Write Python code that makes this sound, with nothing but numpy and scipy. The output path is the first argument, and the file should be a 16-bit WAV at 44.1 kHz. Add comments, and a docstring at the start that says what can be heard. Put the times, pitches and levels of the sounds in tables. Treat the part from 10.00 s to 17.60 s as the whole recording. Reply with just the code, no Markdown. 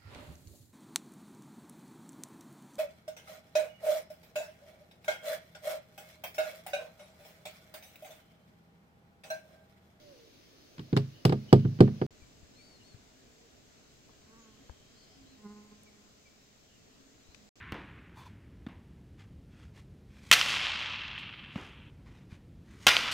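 """A hollow plastic kayak hull is knocked close by on a calm lake: damped modes boom, noise bursts crack,
clack and rattle. Direct hull sound ends at a brief drop-out; another comes near the end.
Tackle taps are noise bursts, bumps are low sines; a bee passes twice as wavering wingbeat overtones.
Far birds are gliding tones, insect trills and low hums are noise bands, the lake air is shaped noise;
trees scatter hull and bird sound."""
import sys
import numpy as np
from scipy import signal
from scipy.fft import rfft, irfft
from scipy.io import wavfile
from scipy.ndimage import uniform_filter1d

SR = 44100
rng = np.random.default_rng(int(sys.argv[2]) if len(sys.argv) > 2 else 0)


def wav_out(sig):
    """Save sig, one row per channel (or a flat mono array), as 16-bit PCM at SR to the path in sys.argv[1]."""
    wavfile.write(sys.argv[1], SR, np.round(np.clip(np.atleast_2d(sig).T, -1, 1) * 32767).astype(np.int16))


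N = 335248
TIME_S = np.arange(N) / SR

# hull modes: [f/Hz, level/dB, t60/s]
HULL_MODES = [(67, -27.5, 0.25), (105.7, -15.5, 0.34), (134, -8, 0.3), (155.2, -12.5, 0.31),
              (156.8, -2.5, 0.16), (184, -0.5, 0.036), (207.8, -16, 0.33), (231.5, -4.5, 0.048),
              (236.6, -16, 0.29), (278, -8, 0.049), (308, -15, 0.187), (317, -16, 0.088), (364, -6, 0.092),
              (409, -11.5, 0.146), (478, -10.5, 0.079), (546, -25.5, 0.14), (595, -25.5, 0.104),
              (660.6, -23.5, 0.091), (736, -19, 0.064), (792.2, -16, 0.036), (907, -24, 0.068),
              (960, -16.5, 0.014), (1214, -31, 0.09), (1472, -20, 0.012)]
# centres of the mode families: air-filled body, walls, stiff deck [f/Hz]
FAMILY_HZ = [131, 305, 820]
# radiation toward the two ears: [f/Hz, left-right level/dB]
HULL_SIDE = [(60, -2), (130, -0.97), (380, -2.5), (520, -1.5), (750, -1.5), (1100, -3.5)]
# blows; the spot struck sets each family's answer, also played by cracks():
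# [t/s, body level/dB, wall level/dB, deck level/dB, crack level/dB]
KNOCKS = [(0.7804, -37, -46, -50, -26), (0.793, -30.5, -32, -53, -23), (0.9277, -15.5, -15, -28.5, -18.5),
          (0.9647, -15, -16.5, -16.5, -7), (0.972, -30, -25.5, -13, -8.5), (1.2508, -7.5, -16, -5, -1),
          (1.2941, -17.5, -18, -20, -13.5), (1.3228, -17.5, -17.5, -9, -13.5), (1.527, -1.5, -3.5, 3, -2),
          (1.6492, -10, -21, -31, -30.5), (1.7881, -26, -31.5, -36, -29), (1.805, -2.5, -1, -1.5, -4),
          (1.876, -26, -31.5, -24, -28.5), (2.0147, -20, -17, -13, -21)]


def hull(lead_s=0.00028, contact_hz=2200, spot_db=0.73):
    """Blows ring one set of damped modes; neighbours swing in opposite senses, so the boom builds for some ms."""
    hz, level_db, t60_s = np.transpose(HULL_MODES)
    sense = (-1.0) ** np.arange(len(hz))
    ear_shift_s = np.array([[-0.5], [0.5]]) * lead_s  # right ear first
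    age_s = np.maximum(TIME_S[:SR * 3 // 4] + ear_shift_s, 0)[:, None]
    decay = amp(level_db[:, None] - 60 * age_s / t60_s[:, None])
    modes = decay * np.sin(2 * np.pi * hz[:, None] * age_s)
    modes *= panned(sense, read(HULL_SIDE, hz))[:, :, None]
    out = np.zeros((2, N))
    for t_s, *family_db, _ in KNOCKS:
        answer_db = np.interp(np.log(hz), np.log(FAMILY_HZ), family_db)
        answer_db = answer_db + spot_db * rng.standard_normal(len(hz))
        add(out, t_s, amp(answer_db) @ modes)
    # the contact lasts a moment, so it excites less treble
    return signal.sosfilt(signal.butter(3, contact_hz, fs=SR, output="sos"), out)


# crack of hard contact: [f/Hz, level/dB per Hz]
CRACK_SPECTRUM = [(400, -21.5), (900, 1.5), (1400, -0.5), (1800, -3.5), (2300, -2), (2900, 1), (3900, -0.5),
                  (5000, 0), (6300, -14), (8500, -9.5), (10000, -20), (12500, -13.5), (16000, -23.5)]
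# clack: dense upper deck modes, blurred; growth is dB gained per dB of blow
CLACK_HZ, CLACK_OCTAVES, CLACK_T60_S = 1160, 0.65, 0.06
CLACK_DB, CLACK_GROWTH = -29.5, 0.5
# loose fittings: level re crack, longest delay, fall with delay
RATTLE_DB, RATTLE_MAX_S, RATTLE_FALL_DB_PER_S = -21, 0.089, 110.5


def cracks(crack_db=-13, buzz_db=-19, side_db=1.5, dull_db=0.5, light_db=0.7, same=0.43,
           rise_s=0.0015, ear_lag_s=0.00028, ticks=5):
    """Contact snap and deck clack, then fittings buzz and tick; soft or light blows are duller."""
    out = np.zeros((2, N))
    for t_s, body_db, wall_db, deck_db, blow_db in KNOCKS:
        loss_8khz_db = dull_db * np.clip(body_db - blow_db + 4.0, -3, 12) - light_db * blow_db
        colour = lambda hz: read(CRACK_SPECTRUM, hz) - loss_8khz_db * hz / 8000
        level_db = crack_db + blow_db

        right, other = burst(colour, t60_s=0.017, rise_s=rise_s)
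        burst_s = TIME_S[:len(right)]
        late = np.interp(burst_s - ear_lag_s, burst_s, right)
        snap = np.array([alike(late, other, same), right])
        buzz = burst(colour, t60_s=0.1)
        contact = amp(level_db) * (snap + amp(buzz_db) * buzz)
        add(out, t_s + 0.00044, panned(contact, side_db))

        clack_db = CLACK_DB + CLACK_GROWTH * (wall_db + deck_db) / 2
        add(out, t_s, amp(clack_db) * burst(hump(CLACK_HZ, CLACK_OCTAVES), CLACK_T60_S))
        for delay_s in RATTLE_MAX_S * rng.random(ticks):
            tick_db = level_db + RATTLE_DB - RATTLE_FALL_DB_PER_S * delay_s
            add(out, t_s + delay_s, amp(tick_db) * burst(colour, t60_s=0.012))
    return out


# light tackle taps: [t/s, level/dB, centre f/Hz, width/octaves, t60/s, left-right level/dB]
TAPS = [(4.092, -53, 883, 0.35, 0.03, 11), (4.695, -34, 487, 0.97, 0.013, 5),
        (5.833, -46, 8350, 0.4, 0.0099, -9), (7.3462, -34.5, 2900, 0.76, 0.0045, 20),
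        (7.3485, -40.5, 2830, 0.89, 0.0077, 14)]
# soft boat bumps: [t/s, level/dB, f/Hz]
BUMPS = [(2.221, -50.5, 60.3), (2.43, -49, 75), (2.945, -43.5, 110), (4.698, -41, 67.3), (7.288, -53.5, 70)]


def tackle(bump_cycles=5, bump_side_db=14.5):
    """Taps are short noise bursts; bumps are sines that fall 60 dB in bump_cycles."""
    out, age_s = np.zeros((2, N)), TIME_S[:SR // 2]
    for t_s, level_db, centre_hz, octaves, t60_s, side_db in TAPS:
        tap = burst(hump(centre_hz, octaves), t60_s)
        add(out, t_s, panned(amp(level_db) * tap, side_db))
    for t_s, level_db, hz in BUMPS:
        decay = amp(level_db - 60 * age_s * hz / bump_cycles)
        bump = -decay * np.sin(2 * np.pi * hz * age_s)
        add(out, t_s, panned(bump, bump_side_db))
    return out


# wingbeat overtones: [multiple of wingbeat, level/dB]
WING_OVERTONES = [(1, 15.5), (2, 6.5), (3, -23.5), (4, -3.5), (5, 1.5), (6, -8.5), (7, -9), (8, -19),
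                  (9, -15.5), (10, -14)]
# bee passes: [nearest t/s, wingbeat there f/Hz, level/dB, approach/s, retreat/s]
BEE_PASSES = [(4.356, 229.9, -73.5, .05, .12), (5.454, 206.4, -60.5, .01, 0.063)]


def bee(cruise_hz=210, falloff_power=1.32, side_db=-2, waver=0.008, lag_s=0.00018,
        bright_db_per_octave_hz=0.17, flutter_db=2.5, weave_hz=1.1):
    """Wingbeats swell with nearness; faster beats are brighter; the path shifts the delay between the ears."""
    hz, gain = np.full(N, float(cruise_hz)), np.zeros(N)
    for near_s, near_hz, level_db, approach_s, retreat_s in BEE_PASSES:
        span_s = np.where(TIME_S < near_s, approach_s, retreat_s)
        nearness = 1 / np.hypot(1, (TIME_S - near_s) / span_s)
        hz = hz + (near_hz - cruise_hz) * nearness ** 2
        gain = gain + amp(level_db) * nearness ** falloff_power
    slow = uniform_filter1d(rng.standard_normal((2, N)), size=700)
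    wobble, flutter = evened(uniform_filter1d(slow, size=700))
    turns = np.cumsum(hz * (1 + waver * wobble)) / SR
    ear_lag_s = np.array([[0.5], [-0.5]]) * lag_s * np.sin(2 * np.pi * weave_hz * TIME_S)
    turns = turns + hz * ear_lag_s
    tilt_db = bright_db_per_octave_hz * (hz - hz.min())  # per octave
    wings = np.zeros((2, N))
    for k, level_db in WING_OVERTONES:
        overtone = np.cos(2 * np.pi * round(k) * turns)
        wings += amp(level_db + tilt_db * np.log2(k)) * overtone
    return panned(wings * gain * amp(flutter_db * flutter), side_db)


# songbird whistles, one pitch arch each: [t/s, length/s, top f/Hz, level/dB]
WHISTLES = [(2.0, 0.09, 4730, -66), (2.545, 0.25, 4550, -65), (2.826, 0.12, 4470, -66),
            (4.86, 0.095, 4080, -74), (4.95, .11, 4490, -68), (5.02, 0.23, 5150, -75),
            (5.25, 0.12, 4130, -70), (7.22, .19, 4080, -74.5)]
# second bird's falling chips: [t/s, start f/Hz, level/dB]
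CHIPS = [(2.208, 2420, -67.5), (2.583, 2420, -63), (2.797, 2980, -64), (5.858, 2360, -64.5),
         (6.25, 2390, -62.5)]
# far bird's falling coo: [t/s, f/Hz, level/dB]
COO = [(0, 616, -59.5), (.12, 564, -53), (.16, 486, -61.5), (.25, 452.6, -59.5), (.34, 440, -77)]
# drop and sag: share of pitch lost; power: roundness of the arch top
ARCH_DROP, ARCH_POWER, WHISTLE_SIDE_DB = 0.12, 2, 10.5
CHIP_S, CHIP_SAG, CHIP_SIDE_DB = 0.04, 0.065, 5.5
COO_SIDE_DB = -5.5


def birds():
    """Gliding tones: arched whistles, short falling chips and one low coo."""
    out = np.zeros((2, N))
    for t_s, length_s, top_hz, level_db in WHISTLES:
        from_top = abs(np.linspace(-1, 1, int(length_s * SR)))
        pitch_hz = top_hz * (1 - ARCH_DROP * from_top ** ARCH_POWER)
        add(out, t_s, note(pitch_hz, level_db, WHISTLE_SIDE_DB, fade=0.22))
    for t_s, start_hz, level_db in CHIPS:
        pitch_hz = start_hz * (1 - CHIP_SAG * np.linspace(0, 1, int(CHIP_S * SR)))
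        add(out, t_s, note(pitch_hz, level_db, CHIP_SIDE_DB))
    point_s, point_hz, point_db = np.transpose(COO)
    t_s = np.arange(point_s[0], point_s[-1], 1 / SR)
    pitch_hz, level_db = np.interp(t_s, point_s, point_hz), np.interp(t_s, point_s, point_db)
    add(out, point_s[0], note(pitch_hz, level_db, COO_SIDE_DB, octave_db=-33, fade=0.065))
    return out


SHORE_LAG_S = 0.00045  # left ear later; also used by air()


def note(hz, level_db, side_db, octave_db=-17.0, fade=0.45):
    """Nearly pure tone along a pitch curve, with a weak octave; the left ear hears it later."""
    lag_s = np.array([[SHORE_LAG_S], [0]])
    phase = 2 * np.pi * (np.cumsum(hz) / SR - lag_s * hz)
    tone = np.sin(phase) + amp(octave_db) * np.sin(2 * phase)
    return panned(amp(level_db) * tone * signal.windows.tukey(len(hz), fade), side_db)


# insect trills in the reeds, blurred by distance: [t/s, length/s, f/Hz, level/dB]
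TRILLS = [(1.108, 0.14, 2900, -68), (1.474, 0.052, 3000, -58.5), (1.541, 0.17, 3000, -65),
          (2.57, 0.45, 5150, -81), (4.199, 1.33, 3146, -74), (4.375, 0.1, 6700, -66),
          (4.85, 0.43, 4910, -71), (6.66, 0.16, 2860, -74)]
# low far hums: [t/s, length/s, f/Hz, level/dB]
HUMS = [(3.33, 0.18, 461, -65.5), (4.571, 0.071, 261, -61), (5.115, .3, 267, -60.5),
        (6.719, 0.48, 264, -68), (7.362, 0.15, 206, -64.5)]
# left-right likeness, also used by air(): [f/Hz, correlation]
LIKENESS = [(60, .72), (300, 0.4), (640, 0.1), (1400, 0.06), (4500, 0.21), (15000, 0.05)]


def trills(band_share=0.088):
    """Narrow noise bands, width a share of pitch, flutter by themselves as they swell and fade."""
    out, hz = np.zeros((2, N)), np.fft.rfftfreq(2 * SR, 1 / SR)
    for t_s, length_s, centre_hz, level_db in TRILLS + HUMS:
        band = np.exp(-2 * ((hz / centre_hz - 1) / band_share) ** 2)
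        noise = evened(irfft(rfft(rng.standard_normal((2, 2 * SR))) * band))
        left, other = noise[:, :int(length_s * SR)]
        pair = np.array([left, alike(left, other, read(LIKENESS, centre_hz))])
        add(out, t_s, amp(level_db) * evened(pair) * signal.windows.tukey(len(left), 0.6))
    return out


# low murmur: [t/s, level/dB]
MURMUR = [(0.7, -5), (2.0, 3), (3.2, 0.5), (5.5, 1), (6.5, -2), (7.6, .5)]


def air(spectrum, level_db, patchy_db=1.0, hiss_side_db=2, low_side_db=-1):
    """Shaped noise: lake murmur and insect hiss drift in patches; the left ear hears the hiss later."""
    frames, hz = N // 256 + 5, np.fft.rfftfreq(1024, 1 / SR)
    a, b, c, d, patches = rng.standard_normal((5, frames, 513))
    patches = evened(uniform_filter1d(uniform_filter1d(patches, 16, 0), 8, 1))
    same = read(LIKENESS, hz)
    left, other = a + 1j * b, c + 1j * d
    hiss, high = hz > 900, hz / (hz + 1500)
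    lag = np.exp(-2j * np.pi * hz * SHORE_LAG_S * hiss)
    z = np.array([left * lag, alike(left, other, same)])
    z *= amp(read(spectrum, hz) + patchy_db * patches) / np.sqrt(1 + same * ~hiss)
    murmur_db = np.interp(np.arange(frames) * 256 / SR, *np.transpose(MURMUR))
    z *= amp(np.outer(murmur_db, 1 - high))
    z *= panned(1, low_side_db * (1 - high) + hiss_side_db * high)[:, None]
    sound = signal.istft(z.transpose(0, 2, 1), nperseg=1024, noverlap=768)[1]
    return amp(level_db) * evened(sound[:, :N])


# ring of the shore and its trees: [f/Hz, t60/s]
SHORE_RING = [(100, .5), (500, 0.2), (1500, .35), (4000, 0.31), (12000, 0.22)]


def shore(x, delay_s):
    """Scatter from the trees: sparse random taps, each band dying at its own speed."""
    sparse = rng.standard_normal((2, SR)) * (rng.random((2, SR)) < 0.1)
    taps = sparse * (TIME_S[:SR] > delay_s)
    hz, t_s, z = signal.stft(taps, SR, nperseg=256)
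    decay = amp(-60 * t_s / read(SHORE_RING, hz)[:, None])
    tail = signal.istft(z * decay, SR, nperseg=256)[1]
    return signal.fftconvolve(x, tail / np.linalg.norm(tail[0]), axes=1)[:, :N]


def burst(colour_db, t60_s, rise_s=0.0014, size=8192):
    """Dying burst of coloured noise, independent at each ear."""
    hz, t_s = np.fft.rfftfreq(size, 1 / SR), np.arange(size) / SR
    noise = evened(irfft(rfft(rng.standard_normal((2, size))) * amp(colour_db(hz))))
    return noise * amp(-60 * t_s / t60_s) * (1 - np.exp(-t_s / rise_s))


def hump(centre_hz, octaves):
    """Rounded dB spectrum about one frequency."""
    return lambda hz: -4 * (np.log2((hz + 1) / centre_hz) / octaves) ** 2


def alike(first, other, same):
    """Blends two independent signals to correlation same with the first."""
    return same * first + np.sqrt(1 - same ** 2) * other


def amp(db):
    """Decibels to gain."""
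    return 10 ** (np.asarray(db) / 20)


def evened(x):
    """Scales to rms 1."""
    return x / np.sqrt(np.mean(x ** 2) + 1e-20)


def read(points, hz):
    """Reads a curve on a log-frequency axis."""
    f, value = np.transpose(points)
    return np.interp(np.log(hz + 1), np.log(f + 1), value)


def panned(x, side_db):
    """Splits a sound between left and right by a level difference."""
    return x * amp(np.array([[0.5], [-0.5]]) * side_db)


def add(mix, t_s, sound):
    """Mixes a stereo sound in at t_s."""
    start = round(t_s * SR)
    sound = sound[:, max(-start, 0):]
    part = mix[:, max(start, 0):][:, :sound.shape[1]]
    part += sound[:, :part.shape[1]]


# shore air before and after the first drop-out: [f/Hz, level/dB per Hz]
AIR_EARLY = [(15, -46), (25, -9.5), (126, -0.5), (227, -15.5), (253, -1.5), (322, -3.5), (469, -8),
             (598, -10.5), (895, -20), (1240, -21.5), (4870, -20), (6210, -22.5), (7500, -35),
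             (12200, -36.5), (15500, -32)]
AIR_LATE = [(15, -71), (25, -4), (129, -2), (183, -6.5), (260, -1.5), (349, -10), (445, -4.5), (495, -13),
            (631, -9.5), (848, -18), (1050, -18), (7500, -18.5), (9550, -38.5), (11800, -33.5),
            (15500, -32.5)]
# silences, also used by record(): [start t/s, end t/s]
DROPOUTS = [(2.065, 2.107), (7.492, 7.556)]


def scene():
    """Near boat almost dry, birds with more shore; direct hull sound stops at the first drop-out."""
    boom, crack, song = hull(), cracks(), birds()
    to_shore = amp(-38.5) * boom + amp(-24.5) * crack + amp(-11) * song
    early = TIME_S < DROPOUTS[0][0]
    lake = np.where(early, air(AIR_EARLY, level_db=-56), air(AIR_LATE, level_db=-60.5))
    near = (boom + crack) * early + tackle() + bee()
    return near + song + trills() + shore(to_shore, delay_s=0.023) + lake


def record(dry, edge_hz=15850):
    """Two short drop-outs, soft overload near full scale, and the band limit."""
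    live = 1.0 - sum((TIME_S > start_s) & (TIME_S < end_s) for start_s, end_s in DROPOUTS)
    out = dry * uniform_filter1d(live, size=8)
    out = out / (1 + out ** 10) ** (1 / 10)
    lowpass = signal.firwin(511, edge_hz, window=("kaiser", 9), fs=SR)
    return signal.oaconvolve(out, lowpass[None], "same")


dry = scene()
out = record(dry)
wav_out(out)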